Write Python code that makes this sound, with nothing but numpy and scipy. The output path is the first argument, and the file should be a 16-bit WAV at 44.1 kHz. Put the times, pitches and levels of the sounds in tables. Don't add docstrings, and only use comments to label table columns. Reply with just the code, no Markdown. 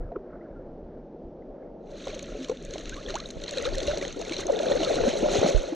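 import sys
import numpy as np
from scipy import signal
from scipy.fft import rfft, irfft, next_fast_len
from scipy.io import wavfile

SR = 44100
rng = np.random.default_rng(int(sys.argv[2]) if len(sys.argv) > 2 else 0)


def how_loud(loudness_db):
    steps = np.asarray(loudness_db, float) / 20
    return 10 ** steps


def generate_wav(signal):
    frames = np.transpose(np.atleast_2d(signal))
    scaled = np.clip(frames, -1, 1) * 32767
    pcm = np.round(scaled).astype(np.int16)
    wavfile.write(sys.argv[1], SR, pcm)


N = 253557

# (time [s], peak
# [dB], pitch [Hz])
GLUGS = [(0.119, -34.5, 686), (0.594, -37, 497), (2.07, -26, 546), (2.132, -31.5, 607),
         (2.164, -34, 530), (2.35, -41, 535), (2.756, -35.5, 570), (3.141, -29, 635),
         (3.724, -28, 385), (3.934, -26.5, 625), (3.975, -25.5, 564), (4.052, -31.5, 362),
         (4.163, -31, 290), (4.196, -29, 474), (4.312, -25, 328), (4.388, -29, 400),
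         (4.453, -30, 361),
         (4.525, -22.5, 464), (4.568, -23.5, 440), (4.602, -21, 566), (4.633, -23.5, 635),
                 (4.683, -25, 518), (4.712, -15.5, 547), (4.967, -39, 556), (5.002, -19.5, 503),
                 (5.065, -19.5, 540), (5.156, -24.5, 574), (5.228, -23.5, 225), (5.227, -20, 336),
                 (5.259, -14.5, 571), (5.312, -22.5, 402), (5.354, -24, 535), (5.636, -29.5, 550),
                 (5.686, -31, 613), (5.726, -22, 316),
         (2.09, -32, 414), (4.489, -25, 700), (5.445, -22, 195), (2.513, -24.5, 498),
                   (2.776, -37, 332), (4.214, -31.5, 654), (4.81, -25, 320), (4.829, -27, 673),
                   (4.869, -32, 615), (4.929, -25, 544), (5.077, -18.5, 240), (5.244, -20, 592),
                   (5.284, -22, 568), (5.441, -18, 596), (4.7, -20, 553), (5.459, -24, 614),
                   (5.484, -24, 360), (5.562, -24.5, 625)]
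# (time [s], peak [dB], pitch [Hz], swell [s])
SNAPPING_POCKETS = [(.157, -30.5, 523, 0.003), (.1645, -22.5, 402, 0.0039), (2.758, -27.5, 590, 0.0023),
                    (.119, -31.5, 673, 0.0017), (3.369, -33.5, 510, 0.0028), (2.497, -16.5, 450, 0.0033),
                    (3.8, -30, 400, 0.0015), (3.978, -25, 400, 0.0018), (4.015, -27, 405, 0.0016),
                    (4.499, -14, 558, 0.0043), (5.038, -14.5, 497, .0025), (5.099, -22, 512, 0.0024),
                    (5.416, -16, 518, 0.0021), (5.4305, -13.5, 535, 0.0031), (5.546, -27, 543, .003)]
# (time [s], peak [dB], pitch [Hz], swell [s])
BUBBLES = [(0.1605, -31.5, 1280, 0.0023), (2.07, -29, 900, 0.0005), (2.194, -41, 2240, 0.0028),
           (2.484, -44, 1060, 0.0029), (2.855, -49, 1510, 0.0028), (3.0853, -36, 1770, 0.0032),
           (3.0987, -37, 1460, 0.0038), (3.538, -35, 1760, 0.0025), (3.5676, -41, 1430, 0.0045),
           (3.6303, -37, 1950, 0.0033), (3.7479, -34, 1830, 0.0024), (3.8935, -37, 855, 0.0034),
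           (3.914, -26.5, 1510, 0.0015), (4.0128, -36, 1940, 0.005), (4.0266, -29.5, 2270, 0.0018),
           (4.051, -30, 1910, 0.0012), (4.3234, -32, 2270, 0.0033), (4.482, -33, 1110, 0.0012),
           (4.6584, -28, 1500, 0.0014), (4.7206, -33, 1850, 0.00396), (4.987, -26.5, 1410, 0.0021),
           (5.3409, -36, 1820, 0.0032), (5.3507, -31, 990, 0.0015), (5.5784, -35, 1480, 0.0028),
           (5.6257, -39, 950, 0.0016),
           (.089, -55, 1290, .0042), (.189, -56, 1440, .0024), (.3326, -49.5, 1270, .0048),
                 (3.64, -38, 1400, .003), (3.673, -36, 1350, .003), (3.687, -37, 1700, .002),
                 (3.574, -36, 2500, .002), (1.4227, -58, 2010, .003), (3.01, -46, 1750, .003),
                 (3.2261, -43, 1940, .0026), (3.585, -39, 1800, .003), (3.6, -38, 1300, .004),
                 (4.395, -37, 1150, .003), (4.4263, -39, 1580, .0039), (4.535, -37, 1900, .003),
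                 (4.775, -35, 1500, .004), (4.862, -34, 1300, .004), (4.885, -36, 1600, .005),
                 (5.285, -33, 1350, .003)]
# (time [s], level [dB], pitch [Hz], climb [octaves per s], length [s])
CLIMBING_BUBBLES = [(3.147, -30.5, 660, 41, .038), (3.1, -42, 1100, 30, .02), (2.385, -33, 255, 1, .07),
                    (3.62, -31, 540, 8, .032), (3.764, -26, 530, 3, .034), (.153, -42, 1000, 36, .014),
                    (3.568, -27, 560, -8, .046), (3.608, -33, 2100, -4, .018), (3.878, -22, 570, 2, .05),
                    (2.962, -43, 1000, 11, .042), (3.19, -43, 1080, 12, .034), (.555, -57, 1420, -2, .05),
                    (.464, -51, 1650, 12, .012), (.409, -51, 1850, 18, .016), (2.919, -38, 1450, 9, .032),
                    (3.653, -30, 1120, 30, .024), (2.068, -37, 800, 60, .012), (.118, -40, 900, 300, .006),
                    (3.652, -23, 450, 10, .044), (1.63, -58, 2200, -6, .014)]
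# (time [s], level [dB])
HAUL = [(0.0, -42.5), (0.51, -46.5), (1.87, -42.5), (2.3, -39), (2.83, -40), (3.41, -41), (3.75, -36),
        (3.88, -32.5), (4.24, -38), (4.45, -34), (4.69, -26), (4.9, -25.5), (5.01, -26.5), (5.4, -27.5),
        (5.54, -32.5), (5.75, -36.5)]
# (time [s], change [dB], half length [s])
HEAVES = [
    (2.37, 5.5, 0.053),
    (2.9, -5.5, 0.039),
    (3.1, 5, 0.069),
    (5.41, -1.5, 0.013),
    (4.13, -21, 0.024),
    (4.95, -2, 0.015),
    (5.19, 0, 0.0065),
    (5.27, 4.5, 0.014),
    (5.46, 8, 0.11),
]
# (time [s], level [dB])
DRAIN = [(1.8, -83), (1.92, -59.5), (2.1, -47), (2.17, -52), (2.65, -52.5), (3.05, -52), (3.23, -51),
         (3.48, -48.5), (3.62, -45.5), (3.8, -46.5), (3.91, -38.5), (4.05, -52), (4.33, -45), (4.49, -45.5),
         (4.87, -40), (5.42, -38), (5.6, -44.5), (5.75, -50.5)]
# (time [s], rise [dB], half length [s])
SURGES = [(2.085, -1, 0.022), (2.145, -2, 0.013), (2.44, 4, 0.011), (2.745, 5, 0.019), (2.81, 5.5, 0.0081),
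          (2.885, 4, 0.024), (2.95, 3.5, 0.024), (3.105, 9, 0.021), (3.16, 10, 0.0087), (3.3, 2, 0.0069),
          (3.49, 7, 0.0098), (3.575, 4.5, 0.024), (3.66, 9, 0.014), (3.745, 3.5, 0.013),
          (3.91, -1.5, 0.033), (4.03, 9, 0.015), (4.085, 6, 0.038), (4.215, 11.5, 0.0032),
          (4.335, 3, 0.0091), (4.4, 6, 0.017), (4.7, 2.5, 0.054), (4.845, 3.5, 0.018), (4.97, 0, 0.027),
          (5.1, 3.5, 0.021), (5.355, 6, 0.02), (5.475, 5, 0.033)]
# (time [s], change [dB], half length [s])
LULLS = [(.75, 3, 0.092), (2.594, -3.5, 0.099), (3.015, -0.5, 0.03), (3.348, -6, 0.075), (4.16, -2, 0.055),
         (4.467, -5.5, 0.03), (5.202, -2, 0.12), (1.25, -17, 0.25)]
# (time [s], peak [dB], ring pitch [Hz], snap against the ring [dB])
DROPS = [(2.1922, -35.5, 3490, 12), (2.4455, -30, 3900, 8), (2.4964, -26.5, 3870, 4.5),
         (2.6496, -46, 4160, 11), (2.737, -24, 6200, 1), (2.7813, -36, 4040, 14), (2.8953, -27.5, 3720, 7),
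         (2.966, -38, 4140, 11), (3.0622, -21.5, 3210, -28), (3.0888, -31, 6460, 1), (3.154, -22, 6680, 2),
         (3.202, -23, 3920, 0.5), (3.258, -19.5, 3680, -23), (3.304, -29.5, 6200, 6),
         (3.4805, -15, 3890, -21), (3.583, -11.5, 3750, -15), (3.6526, -11, 3700, -12),
         (3.754, -20, 3900, -6), (3.7819, -23, 3970, 1.5), (3.874, -28.5, 4030, 11.5),
         (4.0503, -21, 3000, -2), (4.2235, -27, 2490, -6), (4.334, -19.5, 3940, -4), (4.342, -17, 3800, -6),
         (4.3662, -18.5, 3720, 0), (4.382, -23, 5340, -9), (4.468, -17, 5920, -17),
         (4.561, -18.5, 3470, -24), (4.7188, -15.5, 3380, -7), (4.833, -18, 2820, 0),
         (4.8474, -17.5, 4130, 1), (5.293, -26, 5180, -3), (5.415, -24, 5260, 0), (5.561, -21.5, 4020, -2),
         (.119, -64, 2400, 2), (.1645, -68, 3020, 6), (2.042, -28.5, 3500, -15), (2.0547, -34, 6000, -2),
           (2.0726, -37, 3970, 8), (2.0813, -35, 3380, 8), (2.1035, -42, 3640, 12), (2.143, -31, 2720, 4),
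           (2.225, -30, 6320, -9.5), (2.2574, -53, 3510, -3), (2.2712, -52, 4080, -8),
           (2.4227, -36.5, 3300, -1), (2.4853, -33, 4010, 0), (2.5144, -37, 3520, 6.5),
           (2.5712, -33.5, 3400, 0), (2.708, -40, 3800, 11), (2.798, -33, 6230, -1), (2.856, -30, 3580, 5),
           (2.8744, -36, 3830, 3.5), (2.9344, -37, 3580, 0), (2.9416, -30, 6240, -5),
           (3.099, -27, 2020, -7), (3.104, -31.5, 4140, 11.5), (3.1414, -32, 4100, 8),
           (3.164, -35, 4330, -1), (3.1867, -35, 4130, 4), (3.239, -32, 4040, -5), (3.288, -35, 6350, -6),
           (3.4179, -37, 3900, 6), (3.4388, -37, 3780, 16), (3.462, -33, 3800, 2), (3.4926, -19, 4100, -10),
           (3.508, -23, 3600, -6), (3.534, -24, 6240, -9), (3.5723, -20, 4020, 1), (3.6127, -30, 2090, -6),
           (3.6625, -34, 4120, -5), (3.6887, -27, 4240, 4), (3.735, -23, 4200, -8), (3.803, -21.5, 3210, 2),
           (3.8315, -29.5, 4420, 11.5), (3.973, -24, 4170, 4), (4.013, -27, 3600, 3),
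           (4.0793, -24, 6150, 0), (4.1257, -27, 5900, -1), (4.25, -27, 2140, 1), (4.295, -21.5, 2540, 0),
           (4.3212, -33, 4100, 13), (4.5214, -36, 4050, 0), (4.5904, -29.5, 3980, 11.5),
           (4.6304, -24, 3830, 3), (4.685, -18, 3470, -11), (4.8883, -21, 3870, -4)]
# (time [s], peak [dB])
TICKS = [(2.054, -57), (2.149, -47.5), (2.192, -45), (2.258, -53), (2.422, -57), (2.485, -50), (2.707, -54),
         (2.792, -50), (2.855, -58), (3.155, -45), (3.185, -48), (3.583, -43), (3.982, -42.5), (4.079, -47),
         (4.296, -55), (4.313, -50), (4.568, -49), (4.632, -46), (4.753, -49), (4.837, -53), (5.224, -49),
         (5.62, -47), (5.631, -47), (2.071, -48), (2.228, -43.5), (2.625, -55), (2.65, -46), (2.8943, -41),
         (3.0895, -49), (3.142, -49), (3.2882, -53), (3.3086, -44.5), (3.414, -54), (3.437, -44.5),
         (3.51, -38.5), (3.624, -42), (3.753, -38), (3.783, -35), (3.827, -47), (3.868, -41), (4.126, -51),
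         (4.192, -46.5), (4.467, -37.5), (4.521, -46), (4.589, -51), (4.956, -37.5), (5.055, -55),
         (5.3188, -51), (5.5, -39.5)]
# (time [s], peak [dB], first half swing [s], side [left 1, right -1])
GUSTS = [
    (5.546, -9.5, .009, -1),
    (5.385, -19, .003, 1),
    (3.36, -33, .005, -1),
    (3.68, -27, .009, 1),
]
# (time [s], level [dB])
BREEZE = [(0, -36), (.3, -55.5), (.6, -46), (1.2, -49), (1.8, -53), (2.1, -43.5), (2.45, -51.5),
          (2.9, -40.5), (3.25, -46.5), (3.55, -45), (3.72, -33), (4.0, -44.5), (4.55, -48), (4.9, -42),
          (5.2, -39), (5.5, -41), (5.75, -54)]
# (time
# [s], level [dB])
UPPER_BAND = [(1.9, 1.5), (2.15, -34), (3.6, -0.5)]
# (time [s], stereo share [0-1])
WIDTH = [(0, 0), (1.3, 0.02), (1.45, 0.17), (1.8, 0.36), (2.1, 0.22), (2.4, 0.21), (3.25, 0.49),
         (4.45, 0.92), (5.75, 1.02)]
# (frequency [Hz], level [dB])
GURGLE = [(76, -50.5), (130, -19.5), (210, -16.5), (338, -6), (382, -3), (456, -5.5), (567, 1), (804, -13),
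          (900, -14.5), (1170, -49), (1980, -135)]
# (frequency [Hz], level [dB])
SLOSH = [(500, -29), (850, -9.5), (1020, -4), (1220, -7), (1390, -2), (2200, -14), (2860, -40.5),
         (4840, -135)]
# (frequency [Hz], level [dB])
SPRAY = [(1200, -20), (1900, -8), (2800, -5.5), (3300, -4.5), (4100, 1.5), (4350, -2.5), (4800, -16.5),
         (5500, -8.5), (6250, -3), (7000, -11.5), (8000, -21), (10000, -34), (13000, -44.5), (15500, -81.5)]
# (frequency [Hz], level [dB])
RIVER = [(76, -38), (130, -25), (157, -5.5), (246, -5), (348, -3.5), (421, -9.5), (459, -5.5), (682, -14.5),
         (1150, -33), (2020, -45.5), (6110, -58), (8060, -79), (10500, -112), (17700, -135)]
# (frequency [Hz], level [dB])
WIND = [(10, -20.5), (22, -0.5), (34, 9), (48, -8.5), (65, -5), (100, -13.5), (140, -9), (250, -65),
        (6000, -70), (7500, -120)]
# (frequency [Hz], level [dB], phase [radians])
PORTS = [(200, -20.2, 2.8), (300, -17.2, 1.34), (380, -10.5, 1.11), (440, -3.2, 0.59), (490, 1.3, -0.69),
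         (550, -1.0, -1.53), (650, -3.1, -1.64), (800, -4.2, -2.0), (950, -3.3, -2.27), (1100, -4.2, -2.92),
         (1300, -9.6, -3.55), (1600, -16.8, -3.84), (2000, -22.6, -3.86), (3000, -47.5, -3.96)]


def in_time(rows):
    s, *columns = np.transpose(rows)
    return [np.interp(np.arange(N) / SR, s, column) for column in columns]


def swells(rows):
    t = np.arange(N) / SR
    return sum(change_db * np.exp(-((t - s) / half_s) ** 2) for s, change_db, half_s in rows)


def rms_one(x):
    return x / np.sqrt(np.mean(x ** 2) + 1e-20)


def drift(rate_hz):
    r = np.exp(-80 * np.pi * rate_hz / SR)
    slow = signal.lfilter([1], [1, -2 * r, r * r], rng.standard_normal(N // 40 + 2002))[2000:]
    return np.interp(np.arange(N) / 40, np.arange(len(slow)), rms_one(slow))


def low_pass(x, order, hz):
    return signal.sosfiltfilt(signal.butter(order, hz, fs=SR, output="sos"), x)


def high_pass(x, order, hz):
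    return signal.sosfilt(signal.butter(order, hz, "high", fs=SR, output="sos"), x)


def on_grid(points, size, order=1):
    hz = np.maximum(np.fft.rfftfreq(size, 1 / SR), 1)
    return np.interp(np.log(hz), np.log(np.array(points)[:, 0]), np.array(points)[:, order])


def colour(x, spectrum):
    size = 16384
    cepstrum = irfft(np.log(how_loud(on_grid(spectrum, size))), size)
    cepstrum[1:size // 2] *= 2
    response = irfft(np.exp(rfft(cepstrum[:size // 2], size)), size)
    fade = np.hanning(size)[size // 2:]
    return signal.fftconvolve(x, response[:size // 2] * fade)[:N]


def coloured_noise(spectrum):
    return rms_one(colour(rng.standard_normal(N), spectrum))


def ring(clicks, hz, cycles):
    r, w = how_loud(-60 * hz / (cycles * SR)), 2 * np.pi * hz / SR
    return signal.lfilter([0, np.sin(w)], [1, -2 * r * np.cos(w), r * r], clicks + 1e-18)


def froth(spectrum, low_hz, high_hz, per_s, spread_db, cycles, clump_db, smooth, count, hiss_hz=16000):
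    sizes = how_loud(spread_db * np.minimum(rng.exponential(1, N), 2.8)) * rng.choice([-1, 1], N)
    born = rng.random(N) < per_s * how_loud(clump_db * drift(20.)) / SR
    dealt = rng.integers(0, count, N)
    grains = np.zeros(N)
    for k, hz in enumerate(np.geomspace(low_hz, high_hz, count)):
        clicks = sizes * born * (dealt == k)
        grains += hz ** 1.31 * ring(ring(clicks, hz, cycles), hz, cycles)
    hiss = signal.sosfilt(signal.butter(3, hiss_hz, fs=SR, output="sos"), rng.standard_normal(N))
    return rms_one(rms_one(colour(grains, spectrum)) + smooth * rms_one(colour(hiss, spectrum)))


def bubbles(rows, rise, sharpness, slap_db, slap_hz):
    out, slaps, t = np.zeros(N + SR), np.zeros(N + SR), np.arange(4000) / SR
    splat = rng.standard_normal((len(rows), len(t)))
    for (s, peak_db, hz, swell_s), noise in zip(rows, splat):
        cycles = np.cumsum(hz * 2 ** (rise * (t - swell_s))) / SR
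        age = t / max(swell_s, .001)
        shape = how_loud(peak_db) * (age * np.exp(1 - age)) ** sharpness
        at = round((s - 0.542 * swell_s) * SR)
        out[at:at + len(t)] += shape * np.sin(2 * np.pi * cycles)
        slaps[at:at + len(t)] += shape * noise
    band = signal.butter(4, [0.3 * slap_hz, slap_hz], "band", fs=SR, output="sos")
    return out[:N] + how_loud(slap_db) * signal.sosfilt(band, slaps[:N])


def air_pockets():
    glug_swell_s = 0.00631
    glugs = [(*row, glug_swell_s) for row in GLUGS]
    out = bubbles(glugs, 0.94, 2.0, 3.0, 830.0)
    out += bubbles(BUBBLES, 2.6, 3.2, -10.5, 2420.0)
    return out + bubbles(SNAPPING_POCKETS, 1.7, 1.7, -6.0, 1120.0)


def climbing_bubbles():
    out, fade_db = np.zeros(N + SR), 6
    for s, level_db, hz, rise, length in CLIMBING_BUBBLES:
        age = np.arange(int(length * SR)) / SR
        edges = np.minimum(1, age / 0.0048) * np.minimum(1, (length - age) / 0.015)
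        wobble_db = 2.2 * np.interp(age * 200, np.arange(16), rng.standard_normal(16))
        level = how_loud(level_db + wobble_db - fade_db * age / length) * edges
        cycles = np.cumsum(hz * 2 ** (rise * age)) / SR
        out[round(s * SR):][:len(age)] += level * np.sin(2 * np.pi * cycles)
    return out[:N]


def churned_water(haul_db, upper_db):
    gurgle = froth(GURGLE, 153.4, 843, 600, 6.6, 13.2, 2.5, 0.74, count=14, hiss_hz=1210)
    deep = low_pass(gurgle, 3, 660)
    brightness_db = 0.081 * (haul_db + 24.0) + 0.76 * upper_db
    level_db = haul_db - 2.5 + 0.18 * swells(LULLS) + swells(HEAVES)
    return how_loud(level_db) * (deep + how_loud(brightness_db) * (gurgle - deep))


def slosh(spray_db, haul_db):
    floor_db = -63. - 5.6 * np.arange(N) / SR + 3.5 * drift(3.6)
    from_drain = 0.82 * (np.maximum(spray_db, floor_db) + 43)
    from_haul = 0.093 * (haul_db + 23.5)
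    level_db = 0.67 * swells(LULLS) - 48 + from_drain + from_haul
    return how_loud(level_db) * froth(SLOSH, 1100, 2260, 400, 2.5, 23.0, 1.6, 0.86, count=10, hiss_hz=1840)


def draining_spray(spray_db):
    spray = froth(SPRAY, 1700, 11000, 1800, 3.4, 18., 4., .85, count=16)
    body = low_pass(spray, 2, 7600)
    top_db = 0.3 * (spray_db + 54.5) + 4.5 * drift(24.0)
    return how_loud(spray_db + 2.5) * (body + how_loud(top_db) * (spray - body))


def drops():
    ring_s, snap_s, tick_s = 0.0013, 0.0021, 0.0012
    onset_s = .0006
    out, snaps, ticks = np.zeros((3, N + SR))
    t = np.arange(500) / SR
    rows = DROPS
    crackle = rng.standard_normal((len(rows) + len(TICKS), len(t)))
    ring_shape = np.exp(-((t - .0032) / ring_s) ** 2)
    snap_shape = np.exp(np.minimum((t - .0025) / onset_s, (.0025 - t) / snap_s))
    tick_shape = np.exp(np.minimum((t - .0025) / onset_s, (.0025 - t) / tick_s))
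    for (s, peak_db, hz, snap_db), noise in zip(rows, crackle):
        at = round((s - .002) * SR)
        tone = np.sin(2 * np.pi * hz * t * (1 + 8 * t))
        out[at:at + len(t)] += how_loud(peak_db - 10.0) * ring_shape * tone
        snaps[at:at + len(t)] += how_loud(peak_db + snap_db + 2.5) * snap_shape * noise
    for (s, peak_db), noise in zip(TICKS, crackle[::-1]):
        at = round((s - .002) * SR)
        ticks[at:at + len(t)] += how_loud(peak_db + 29.0) * tick_shape * noise
    dull = signal.lfilter([.5], [1, -.5], snaps[:N])
    return out[:N] + colour(dull + high_pass(ticks[:N], 4, 6500), SPRAY)


def plinks(spray_db):
    per_s, level_db = 150, 4
    swell_cycles, rise = 6.5, .17
    out, draws = np.zeros(N + SR), rng.random((900, 4))
    times = 1.9 + np.cumsum(-np.log(1 - draws[:, 0])) / per_s
    for s, (_, pitch, size, slide) in zip(times[times < N / SR - .01], draws):
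        hz = 1150. * 2 ** (2.5 * pitch)
        age = np.arange(int(5 * swell_cycles / hz * SR)) / SR * hz / swell_cycles
        cycles = np.cumsum(hz * 2 ** (rise * slide * age)) / SR
        at = round(s * SR)
        level = how_loud(spray_db[at] + level_db - 9.3 * size)
        out[at:at + len(age)] += level * (age * np.exp(1 - age)) ** 2 * np.sin(2 * np.pi * cycles)
    return out[:N]


def port_side(water, spray_db):
    size = next_fast_len(N + 4096)
    cavities = how_loud(on_grid(PORTS, size)) * np.exp(1j * on_grid(PORTS, size, order=2))
    side = irfft(rfft(water, size) * cavities, size)[:N]
    side += how_loud(spray_db - 23.5) * coloured_noise(SPRAY)
    return side + how_loud(-14.) * drift(40.) * high_pass(water, 5, 7800)


def gusts():
    out = np.zeros((2, N + SR))
    for s, peak_db, half_s, side in GUSTS:
        age = np.arange(int(9 * half_s * SR)) / SR / half_s
        swing = np.sin(np.pi * age ** .76) * np.exp(-(age / 5) ** 3) * np.minimum(1, age / .4)
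        out[int(side < 0), round(s * SR):][:len(age)] += how_loud(peak_db) * swing
    return out[:, :N]


def wind(level_db):
    lumpy = colour(rng.standard_normal(N), WIND)[::-1] * how_loud(3.4 * drift(8.1))
    return how_loud(level_db) * rms_one(lumpy)


def river(upper_db):
    flow = how_loud(-41.5 - 4.0) * coloured_noise(RIVER)[::-1]
    murmur = low_pass(flow, 3, 600)
    return murmur + how_loud(upper_db) * (flow - murmur)


def scene():
    wind_db, = in_time(BREEZE)
    haul_db, = in_time(HAUL)
    upper_db, = in_time(UPPER_BAND)
    width, = in_time(WIDTH)
    still_db = -112
    spray_db, = in_time([(0, still_db), (1.75, still_db)] + DRAIN)
    spray_db = spray_db + swells(LULLS) + swells(SURGES) - 2.0
    water = air_pockets() + climbing_bubbles()
    water += churned_water(haul_db, upper_db) + slosh(spray_db, haul_db)
    water += draining_spray(spray_db) + drops() + plinks(spray_db)
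    water += river(upper_db)
    side = width * port_side(water, spray_db) + width ** 1.2 * wind(wind_db - 4.5)
    return water + wind(wind_db + 0.11) + side * [[1], [-1]] + gusts()


def roll_off(x):
    return signal.sosfilt(signal.butter(12, 15000, fs=SR, output="sos"), x)


def record(dry):
    mix = signal.sosfilt(signal.butter(4, 15500, fs=SR, output="sos"), dry)
    return roll_off(mix)


dry = scene()
out = record(dry)
generate_wav(out)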